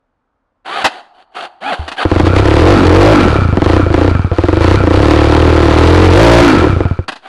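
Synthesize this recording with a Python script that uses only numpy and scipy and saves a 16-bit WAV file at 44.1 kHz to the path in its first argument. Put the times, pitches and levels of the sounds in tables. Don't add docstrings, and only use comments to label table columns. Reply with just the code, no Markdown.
import sys
import numpy as np
from scipy import signal
from scipy.fft import rfft, irfft
from scipy.io import wavfile
from scipy.ndimage import uniform_filter1d

SR = 44100
rng = np.random.default_rng(int(sys.argv[2]) if len(sys.argv) > 2 else 0)


def unload_audio(sound):
    columns = np.transpose(np.atleast_2d(sound))
    steps = np.round(np.clip(columns, -1, 1) * 32767)
    wavfile.write(sys.argv[1], SR, steps.astype(np.int16))


N = 321048
TIME, FREQS = np.arange(N) / SR, np.fft.rfftfreq(N, 1 / SR)


def amp(db):
    return 10 ** (np.asarray(db) / 20)


def unit_rms(x):
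    return x / np.sqrt(np.mean(x ** 2) + 1e-20)


def coloured(x, points):
    hz, db = np.transpose(points)
    curve_db = np.interp(np.log(FREQS + 1), np.log(hz + 1), db)
    return unit_rms(irfft(rfft(x) * amp(curve_db), N))


def noise():
    return rng.standard_normal(N)


def wander(hz):
    return unit_rms(irfft(rfft(noise()) / (1 + (FREQS / hz) ** 4), N))


def ring(x, modes, rise_s):
    t = TIME[:6000]
    swing = sum(amp(db) * np.exp(-np.pi * width * t) * np.cos(2 * np.pi * hz * t)
                for hz, width, db in modes)
    return signal.oaconvolve(x, swing * (1 - np.exp(-t / rise_s)) ** 2)[:N]


def low_pass(x, hz):
    return signal.oaconvolve(x, signal.firwin(255, hz, window=("kaiser", 8), fs=SR), "same")


def high_pass(x, hz, order=1):
    return signal.sosfilt(signal.butter(order, hz, "high", fs=SR, output="sos"), x)


# frequency in Hz, level in dB.
FOREST_EQ = [(18, -38), (30, -2), (173, -18), (266, -10), (387, -22), (473, -15.5), (1360, -17.5),
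             (2080, -32), (12000, -59), (15600, -75), (22000, -120)]

def forest(level_db=-67):
    return amp(level_db) * coloured(noise(), FOREST_EQ)


# start and length in seconds, mid-stroke rattle in dB, swell in dB,
# whine in dB before its trim, top mesh rate in Hz, where it tops as a share of the stroke.
STROKES = [(.645, 0.18, -23, 10, -17, 1268, 0.72), (0.897, 0.1, -35, 0, -54, 780, .5),
           (1.131, 0.095, -49, 5, -64, 766, 0.71), (1.302, 0.039, -56, 13, -64, 739, 0.64),
           (1.344, .11, -24, -1, -45, 1074, .6), (1.604, 0.14, -24.5, 11, -11.5, 848, 0.61),
           (1.76, .19, -35, -6, -58, 715.6, 0.34), (1.962, 0.071, -20, 5, -10.5, 1633, .33),
           (2.05, 0.11, -33, -5, -52, 962, .5), (7.212, 0.094, -38.5, 16, -32, 786, 0.46)]

def starter_strokes(rise_s=.024, release_t60=.087, coast_db=-5.5, coast_t60=.9, mesh_sag=.48):
    mesh_hz, rattle, hum, whine = np.zeros((4, N))
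    for start, length, rattle_db, swell_db, whine_db, top_hz, crest in STROKES:
        t = np.maximum(TIME - start, 0)
        progress, after = np.minimum(t / length, 1), np.maximum(t - length, 0)
        drive = np.minimum(t / rise_s, 1) * amp(swell_db * (progress - .5))
        release = amp(-60 * after / release_t60)
        tail = amp(coast_db - 60 * after / coast_t60)
        rattle += amp(rattle_db) * drive * release
        hum += amp(rattle_db) * drive * (release + tail)
        trim_db = -10 + 2.5 * progress
        whine += amp(whine_db + trim_db) * drive * release * np.sqrt(abs(np.sin(np.pi * progress)))
        arch = np.sin(np.pi * np.interp(progress, [0, crest, 1], [0, .5, 1]))
        mesh_hz = np.where(t > 0, top_hz * (1 - mesh_sag * (1 - arch)), mesh_hz)
    return mesh_hz, rattle, hum, whine


# multiple of the mesh rate, relative level in dB.
GEAR_PARTIALS = [(1 / 3, -12), (1, 0), (5 / 3, -13), (2, -10), (3, -10), (4, -14)]
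# frequency in Hz, relative level in dB.
RATTLE_EQ = [(60, -52), (130, -12.5), (270, -9), (450, -2), (750, -1.5), (1000, -0.5), (1300, 6.5),
             (2200, -4.5), (3100, -2), (4600, -12), (5200, -24), (11000, -29.5)]
# pitch in Hz, bandwidth in Hz, relative level in dB.
HOUSING_MODES = [(742, 88, 5), (359, 185, -1.5), (1540, 300, -11), (2990, 230, -10.5), (4450, 200, -4)]

def starter(grain_db=2, bite=.19, judder=.024, hum_db=-8.5):
    mesh_hz, rattle_gain, hum_gain, whine_gain = starter_strokes()
    angle = 2 * np.pi * np.cumsum(mesh_hz * (1 + judder * wander(240))) / SR
    partials = sum(amp(db) * np.sin(k * angle) for k, db in GEAR_PARTIALS)
    whine = low_pass(unit_rms(partials * amp(grain_db * wander(150))), 4600)
    teeth = noise() * (1 + bite * np.sin(angle)) * amp(grain_db * wander(230))
    rattle = coloured(teeth, RATTLE_EQ)
    hum = amp(hum_db) * unit_rms(ring(rattle, HOUSING_MODES, rise_s=.0001))
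    return whine_gain * whine + rattle_gain * rattle + hum_gain * hum


# start in seconds, level in dB, slip and 60 dB decay time in seconds.
CLACKS = [(0.842, -5.5, 0.024, 0.07), (1.878, -19.5, 0.013, 0.05), (1.915, -21, 0.01, 0.087),
          (7.08, -15, 0.013, 0.055), (7.118, -24.5, 0.012, 0.061), (7.156, -30, 0.0094, 0.085)]
# frequency in Hz, relative level in dB.
CLACK_EQ = [(59, -61), (100, -22.5), (289, -4), (464, -12), (758, 1.5), (1290, -7), (1600, -2.5),
            (2070, -7), (2190, -24.5), (2520, -4.5), (3380, -12), (3660, -11), (4820, -14.5), (5530, -24.5),
            (11000, -34), (14300, -65), (22000, -120)]

def starter_clutch(rise_s=.0019):
    envelope = np.zeros(N)
    for start, db, slip, t60 in CLACKS:
        t = np.maximum(TIME - start, 0)
        envelope += (1 - np.exp(-t / rise_s)) * amp(db - 60 * np.clip((t - slip) / t60, 0, 2))
    return envelope * coloured(noise(), CLACK_EQ)


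# start in seconds, pitch in Hz, level in dB, 60 dB decay time in seconds.
PUFF = (1.794, 76, -11, .19)

def puff():
    start, hz, db, t60 = PUFF
    t = np.maximum(TIME - start, 0)
    return amp(db - 60 * np.minimum(t / t60, 2)) * np.sin(2 * np.pi * hz * t)


# time in seconds, firings per second.
REVS = [(2.052, 12.16), (2.192, 28.03), (2.566, 36.8), (2.701, 49.81), (2.888, 42.15), (3.115, 55.08),
        (3.243, 41.95), (3.588, 20.15), (3.77, 32.88), (3.899, 24.95), (4.066, 31.46), (4.321, 11.35),
        (4.381, 17.68), (4.775, 33.68), (4.874, 26.86), (5.057, 38.19), (5.251, 36.68), (5.459, 40.53),
        (5.679, 37.18), (6.042, 45.75), (6.106, 42.49), (6.234, 57.52), (6.451, 58.57), (6.797, 22.91),
        (7.0, 9.45)]
CATCH_S, STALL_S = REVS[0][0], REVS[-1][0]
LUG_RATE, MID_RATE = 26.3, 30

def firing_rate():
    return np.interp(TIME, *np.transpose(REVS))


def crank():
    cycles = np.cumsum(firing_rate() * (TIME >= CATCH_S)) / SR
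    fires = (np.diff(np.ceil(cycles), prepend=0) > 0) & (TIME <= STALL_S)
    age = TIME - np.maximum.accumulate(np.where(fires, TIME, -1))
    return 1. * fires, age, cycles


# start and end in seconds, push in dB.
PULLS = [(2.089, 2.231, 3.5), (2.25, 2.286, 7), (2.354, 2.41, 7), (2.442, 2.746, 5), (2.85, 3.139, 5),
         (3.547, 3.647, 0), (3.637, 3.775, 4.5), (3.904, 4.113, 2), (4.327, 4.598, 2.5),
         (4.604, 4.762, 6.5), (4.829, 4.936, 2.5), (4.907, 5.78, 4.5), (5.769, 6.415, 6.5),
         (6.761, 6.814, -1.5)]

def throttle(travel_s=.014):
    pull, push_db = np.zeros((2, N))
    for start, end, db in PULLS:
        span = (TIME >= start) & (TIME < end)
        pull[span], push_db[span] = 1, db
    return uniform_filter1d(np.array([pull, push_db]), round(travel_s * SR))


def follow(law):
    coast, coast_slope, pulled, pull_slope, share = law
    pull, push_db = throttle()
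    octaves = np.log2(np.maximum(firing_rate(), LUG_RATE) / MID_RATE)
    coasting, pulling = coast + coast_slope * octaves, pulled + pull_slope * octaves
    return (1 - pull) * coasting + pull * pulling + share * push_db


# pitch in Hz, bandwidth in Hz, level in dB, before heat shifts them.
BARK_MODES = [(233, 72, -84), (305.4, 103.2, 13), (380.4, 78, 1.5), (495, 128, -1.5), (640, 43, -11),
              (727, 240, -6), (950, 650, -49)]

def pipe_bark(push, fires, semitones):
    bark, onsets = np.zeros(N), np.flatnonzero(fires)
    for i, burst in zip(onsets, np.split(push, onsets)[1:]):
        ratio, db_per_octave = 2 ** (semitones[i] / 12), 4.5 * semitones[i]
        tuned = [(hz * ratio, width, db + db_per_octave * np.log2(hz / 380))
                 for hz, width, db in BARK_MODES]
        note = ring(burst, tuned, rise_s=.00034)[:N - i]
        bark[i:i + len(note)] += note
    return bark


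# pitch in Hz, bandwidth in Hz, relative level in dB.
THUMP_MODES = [(88.8, 21.9, -3.5), (107.4, 116, 5.5)]
# thump and bark in dB, and the hot gas's tuning in semitones.
THUMP_LAW = (3, -6.5, 3, -0.56, 0.8143)
BARK_LAW = (-11, 10, -2.9, -1, 1.0964)
HEAT_LAW = (0.13, -1.7, -0.51, 0.96, 0.105)

def exhaust(fires, age, gust_s=.012, echo_s=.006, echo_db=-10):
    thump_db, bark_db = follow(THUMP_LAW), follow(BARK_LAW)
    rough = np.interp(bark_db, [-5, 3, 8], [.6, .17, .06])
    gust = noise() * np.exp(-age / gust_s) * np.sqrt(2 / (gust_s * SR))
    push = (fires + rough * gust) * amp(6.7 * rough * wander(31))
    thump = ring(amp(thump_db + 2 * rough * wander(41)) * fires, THUMP_MODES, rise_s=.00054)
    semitones = follow(HEAT_LAW) + 1.45 * rough * wander(33)
    bark = pipe_bark(amp(bark_db) * push, fires, semitones)
    bounce = amp(echo_db) * np.interp(TIME - echo_s, TIME, bark)
    return high_pass(thump + bark + bounce, 12)


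# frequency in Hz, relative level in dB.
HISS_EQ = [(60, -20), (200, -8), (330, -2), (600, -2), (1000, -2), (1800, -8), (3000, -12), (4600, -16),
           (5200, -23), (8000, -32), (11000, -37)]
VALVE_TICKS = [.22, .47, .58, .81]
# pitch in Hz, bandwidth in Hz, relative level in dB.
CASE_MODES = [(1347, 103, 27.5), (2330, 116, 17), (4250, 390, -32)]
HISS_LAW = (-25, 17, -24.5, 8, 1.3673)
CASE_LAW = (-26, 10, -33, 5, .1)

def clatter(age, cycles, valves_db=-2, surge=.6, surge_s=.0057, grain_db=-3, run_out_t60=.1):
    stopped_s = np.maximum(TIME - STALL_S - .04, 0)
    running = (TIME >= CATCH_S) * amp(-60 * stopped_s / run_out_t60)
    knocks = noise() * amp(grain_db * wander(300)) * (1 + surge * np.exp(-age / surge_s))
    ticks = sum(np.diff(np.floor(cycles - at), prepend=np.floor(-at)) for at in VALVE_TICKS)
    ticks *= amp(2 * wander(60))
    cases = unit_rms(ring(knocks, CASE_MODES, rise_s=.0001))
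    valves = amp(valves_db) * unit_rms(ring(ticks, CASE_MODES, rise_s=.000047))
    hiss = amp(follow(HISS_LAW)) * coloured(knocks, HISS_EQ)
    slowing = np.minimum(firing_rate() / LUG_RATE, 1)
    return running * slowing * (hiss + amp(follow(CASE_LAW)) * (cases + valves))


# multiple of the firing rate, relative dB coasting and pulling.
DRONE_PARTIALS = [(5, -6, -10), (6, -8, -15), (7, -22, -7), (10, -24, -3), (11, -26, -2), (13, -28, -9),
                  (14, -28, -11), (16, -30, -12)]

def drone(cycles):
    pull, _ = throttle()
    octaves = np.log2(firing_rate() / 59)
    boom = (1 - pull) * amp(3 + 24 * octaves)
    howl = pull * amp(-.5 + 7 * octaves)
    partials = sum((amp(coast_db) * boom + amp(pull_db) * howl) * np.cos(2 * np.pi * k * cycles)
                   for k, coast_db, pull_db in DRONE_PARTIALS)
    fade_in = np.interp(firing_rate(), [37, 52], [0, 1])
    return partials * fade_in


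def trees(x, wet_db=-22, t60=.48):
    t = TIME[:20000]
    taps = rng.standard_normal(len(t)) * (rng.random(len(t)) < .05)
    echoes = high_pass(taps * amp(-60 * t / t60) * (t > .006), 250, order=2)
    return x + amp(wet_db) * signal.oaconvolve(x, echoes / np.linalg.norm(echoes))[:N]


def scene():
    fires, age, cycles = crank()
    dying = amp(np.interp(TIME, [STALL_S - .17, STALL_S], [0, -5.5]))
    engine = dying * (exhaust(fires, age) + drone(cycles) + clatter(age, cycles))
    bike = starter() + starter_clutch() + puff() + engine
    return (trees(bike) + forest())[None]


def record(dry):
    ceiling, knee = .71, 4.5
    oversampled = signal.resample_poly(low_pass(dry[0], 11200), 2, 1)
    squashed = oversampled / (1 + abs(oversampled / ceiling) ** knee) ** (1 / knee)
    centred = high_pass(signal.resample_poly(squashed, 1, 2), 1)
    return low_pass(centred, 15950)[None]


dry = scene()
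out = record(dry)
unload_audio(out)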